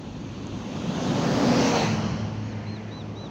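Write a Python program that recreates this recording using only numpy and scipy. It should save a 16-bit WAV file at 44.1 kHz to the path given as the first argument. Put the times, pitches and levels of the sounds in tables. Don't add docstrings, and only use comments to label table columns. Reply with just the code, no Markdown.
import sys
import numpy as np
from scipy import signal
from scipy.fft import rfft, irfft
from scipy.io import wavfile
from scipy.ndimage import uniform_filter1d

SR = 44100
rng = np.random.default_rng(int(sys.argv[2]) if len(sys.argv) > 2 else 0)


def unload_audio(sound):
    columns = np.transpose(np.atleast_2d(sound))
    steps = np.round(np.clip(columns, -1, 1) * 32767)
    wavfile.write(sys.argv[1], SR, steps.astype(np.int16))


N = 145530
HOP = 256
TIME = np.arange(N) / SR
FRAME_S = np.arange(N // HOP + 5)[:, None] * HOP / SR
BIN_HZ = np.fft.rfftfreq(4 * HOP, 1 / SR)


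def amp(db):
    return 10 ** (np.asarray(db) / 20)


def unit(x):
    return x / np.sqrt(np.mean(x ** 2) + 1e-20)


def add(mix, start_s, sound):
    part = mix[round(start_s * SR):][:len(sound)]
    part += sound[:len(part)]


def drift(rate_hz):
    spectrum = rfft(rng.standard_normal(N))
    lowpass = np.exp(-(np.fft.rfftfreq(N, 1 / SR) / rate_hz) ** 2)
    return unit(irfft(spectrum * lowpass, N))


def colour(points):
    hz, db = np.transpose(points)
    return unit(amp(np.interp(np.log(BIN_HZ + 1), np.log(hz + 1), db)))


def noise(gain, patchy_db):
    real, imag, mottle = rng.standard_normal((3, len(FRAME_S), len(BIN_HZ)))
    mottle = uniform_filter1d(mottle, size=10, axis=0)
    patches = unit(uniform_filter1d(mottle, size=9, axis=1))
    frames = (real + 1j * imag) * gain * amp(patchy_db * patches)
    sound = signal.istft(frames.T, nperseg=4 * HOP, noverlap=3 * HOP)[1][:N]
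    return sound * np.sqrt(3 / (4 * HOP))


def roar(spectrum, level, patchy_db):
    level_db = np.interp(FRAME_S, *np.transpose(level))
    return noise(colour(spectrum) * amp(level_db), patchy_db)


def moving_band(curve, width_hz, patchy_db):
    s, hz, db = np.transpose(curve)
    offset_hz = BIN_HZ - np.interp(FRAME_S, s, hz)
    band = np.exp(-.5 * (offset_hz / width_hz) ** 2)
    band = band * BIN_HZ / (BIN_HZ + 200)
    level_db = np.interp(FRAME_S, s, db, left=-100)
    return noise(unit(band) * amp(level_db), patchy_db)


def tyres_ahead():
    # frequency in Hz, relative density in dB.
    spectrum = [(25, -26.5), (45, -24), (75, -19.5), (120, -4.5), (190, 2), (350, -8.6), (580, -11.5),
                (900, -16), (1300, -20), (2100, -28), (2700, -23), (3400, -22.5), (5300, -31.5),
                (6400, -28.5), (7200, -37.5), (8300, -55.5), (10000, -53), (13500, -65.5), (15000, -54)]
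    # time in seconds, level in dB.
    level = [(0, -50), (.35, -46.5), (.6, -38), (.9, -31), (1.08, -27), (1.3, -30.5), (1.55, -39),
             (1.8, -66)]
    return roar(spectrum, level, patchy_db=1.55)


def body():
    # frequency in Hz, relative density in dB.
    spectrum = [(25, -29.5), (50, -31), (100, -5.5), (180, 1.5), (350, -6.5), (600, -6.5), (1000, -12.5),
                (2000, -21.5), (3000, -26.5), (4800, -24.5), (6500, -28.5), (8200, -46.5), (11000, -58.5),
                (13700, -55.5), (15000, -47.5)]
    # time in seconds, level in dB.
    level = [(.85, -55), (1.1, -34.5), (1.25, -26.5), (1.45, -23), (1.68, -23.5), (1.8, -31), (2.0, -54)]
    return roar(spectrum, level, patchy_db=0.7)


def engine_bay():
    # frequency in Hz, relative density in dB.
    spectrum = [(25, -31), (50, -23.5), (100, -3.5), (170, -1), (350, -6.5), (850, -2), (1300, -11),
                (1800, -14.5), (2600, -9.5), (3500, -20.5), (4350, -13), (5100, -25.8), (6100, -16.5),
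                (8200, -41), (13700, -57.5), (15000, -40)]
    # time in seconds, level in dB.
    level = [(1.3, -51), (1.6, -29.5), (1.72, -27.5), (1.78, -24.5), (1.85, -27), (1.93, -32.5),
             (2.15, -53)]
    return roar(spectrum, level, patchy_db=1.9)


def tyres_behind():
    # frequency in Hz, relative density in dB.
    spectrum = [(25, -34), (50, -10.5), (85, -3.5), (160, 3.5), (280, -6), (420, -12), (880, -15.5),
                (1700, -22), (2500, -27.5), (3000, -21), (3600, -36), (4250, -25.5), (4700, -30),
                (6000, -30.5), (7000, -41.5), (8500, -64.5), (12000, -78)]
    # time in seconds, level in dB.
    level = [(1.7, -52), (1.88, -30), (2.05, -27), (2.199, -32), (2.4, -39), (2.7, -43), (3.3, -53)]
    return roar(spectrum, level, patchy_db=1.07)


def wheel_hiss():
    # time in seconds, centre in Hz, level in dB.
    hiss_path = [(1.3, 4900, -55), (1.5, 4950, -43), (1.59, 5200, -39), (1.67, 6000, -37), (1.8, 6000, -44),
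                 (2.1, 5600, -56), (2.6, 5200, -70)]
    return moving_band(hiss_path, width_hz=600, patchy_db=1.0)


def place(t, nearest_s, speed_m_per_s):
    nearest_m = 6.0
    along_m = speed_m_per_s * (t - nearest_s)
    distance_m = np.hypot(along_m, nearest_m)
    return nearest_m / distance_m, along_m / distance_m


def engine():
    # multiple of the firing rate, then level in dB ahead, alongside
    tones = [(1, -46, -47.5, -24), (1.5, -33, -41, -35), (2, -24, -30, -28.5), (2.31, -23.5, -34, -48),
             (3, -38, -43, -41), (4.12, -29, -29, -47), (4.62, -31.5, -47, -53)]
    pass_s, speed_m_per_s, firing_hz = 1.73, 27.0, 114.5
    wobble, shake_db, jitter_rad = 0.0029, 2.5, 0.22
    shield_db = -19
    near, bearing = place(TIME, pass_s, speed_m_per_s)
    doppler = 1 + speed_m_per_s / 343 * bearing
    turns = np.cumsum(firing_hz * (1 + wobble * drift(12.6)) / doppler) / SR
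    out = np.zeros(N)
    for multiple, *around_db in tones:
        db = np.interp(bearing, [-1, 0, 1], around_db) + shake_db * drift(11.2)
        phase = 2 * np.pi * multiple * turns + jitter_rad * drift(13)
        out += amp(db) * np.sqrt(2) * np.sin(phase)
    return out * near * amp(shield_db * np.maximum(-bearing, 0) ** 24)


def bird():
    # start in seconds, length in seconds, top pitch of the fundamental in Hz,
    # second partial in dB, third partial in dB, accent on the second partial by the end in dB.
    calls = [(2.418, .12, 2220, -66, -60.5, 16), (2.659, .12, 2105, -50.5, -65, -1),
             (2.907, .119, 2000, -49, -64, 0), (3.155, 0.125, 1994, -49, -63, -0.5)]
    arch = [(0, .91), (.14, .968), (.32, .995), (.5, 1), (.72, .99), (.86, .955), (1, .81)]
    rise_s, fall_s = .018, 0.013
    fourth_db = -60
    partial_top_hz = 6900
    out = np.zeros(N)
    for start_s, length_s, top_hz, second_db, third_db, accent_db in calls:
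        t = np.arange(0, length_s, 1 / SR)
        share = t / length_s
        hz = top_hz * np.interp(share, *np.transpose(arch))
        hz = hz * (1 + 0.0015 * drift(150)[:len(t)])
        phase = 2 * np.pi * np.cumsum(hz) / SR
        rise = np.minimum(t / rise_s, 1) ** .5
        fall = np.minimum((length_s - t) / fall_s, 1) ** .5
        second = amp(second_db + accent_db * share ** 3)
        fourth = amp(fourth_db) * share ** 6
        call = np.zeros(len(t))
        for k, gain in enumerate((second, amp(third_db), fourth), 2):
            call += gain * np.sin(k * phase) / (1 + (k * hz / partial_top_hz) ** 20)
        add(out, start_s, np.sqrt(2) * rise * fall * call)
    return out


def grit():
    start_s, tone_hz, peak_db = .4693, 6450, -35
    envelope_s = 0.00069
    t = np.maximum(TIME - start_s, 0)
    envelope = 2 * t / envelope_s * np.exp(1 - 2 * t / envelope_s)
    return amp(peak_db) * envelope * np.sin(2 * np.pi * tone_hz * t)


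def far_tyres():
    # time in seconds, centre in Hz, level in dB.
    band_path = [(2.2, 1720, -66), (2.6, 1900, -52), (2.85, 2070, -53.5), (3.08, 685, -52), (3.3, 600, -46)]
    return moving_band(band_path, width_hz=550, patchy_db=0.9)


def oncoming_traffic():
    # frequency in Hz, relative density in dB.
    spectrum = [(25, -22), (45, -16.5), (80, 2), (200, 4.4), (330, -0.5), (600, -7.5), (1000, -12.5),
                (1500, -22.5), (2700, -23.5), (3400, -26), (5000, -39.5), (6400, -35), (8200, -65),
                (11000, -70)]
    # time in seconds, level in dB.
    level = [(1.5, -47), (2.3, -37), (2.7, -39), (3.3, -38.5)]
    return roar(spectrum, level, patchy_db=1.4)


def leaving_traffic():
    # frequency in Hz, relative density in dB.
    spectrum = [(25, -27), (45, -20), (80, 2.7), (200, 2.5), (310, -1.5), (500, -18.5), (1000, -21.5),
                (1400, -27), (2100, -32.5), (3400, -26), (5200, -37), (6600, -31), (8400, -64),
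                (10500, -72), (13000, -68.5)]
    # time in seconds, level in dB.
    level = [(0, -37), (.55, -34), (1.2, -46.5), (2.2, -51.5), (3.3, -60)]
    return roar(spectrum, level, patchy_db=0.0)


def scene():
    bus = tyres_ahead() + body() + engine_bay() + tyres_behind() + wheel_hiss() + engine()
    far = far_tyres() + oncoming_traffic() + leaving_traffic()
    return (bus + bird() + grit() + far)[None]


def record(dry):
    bass_cut = signal.butter(2, 45, "highpass", fs=SR, output="sos")
    thin = signal.sosfilt(bass_cut, dry)
    band_limit = signal.firwin(511, 15800, window=("kaiser", 9), fs=SR)
    return signal.oaconvolve(thin, band_limit[None], "same")


dry = scene()
out = record(dry)
unload_audio(out)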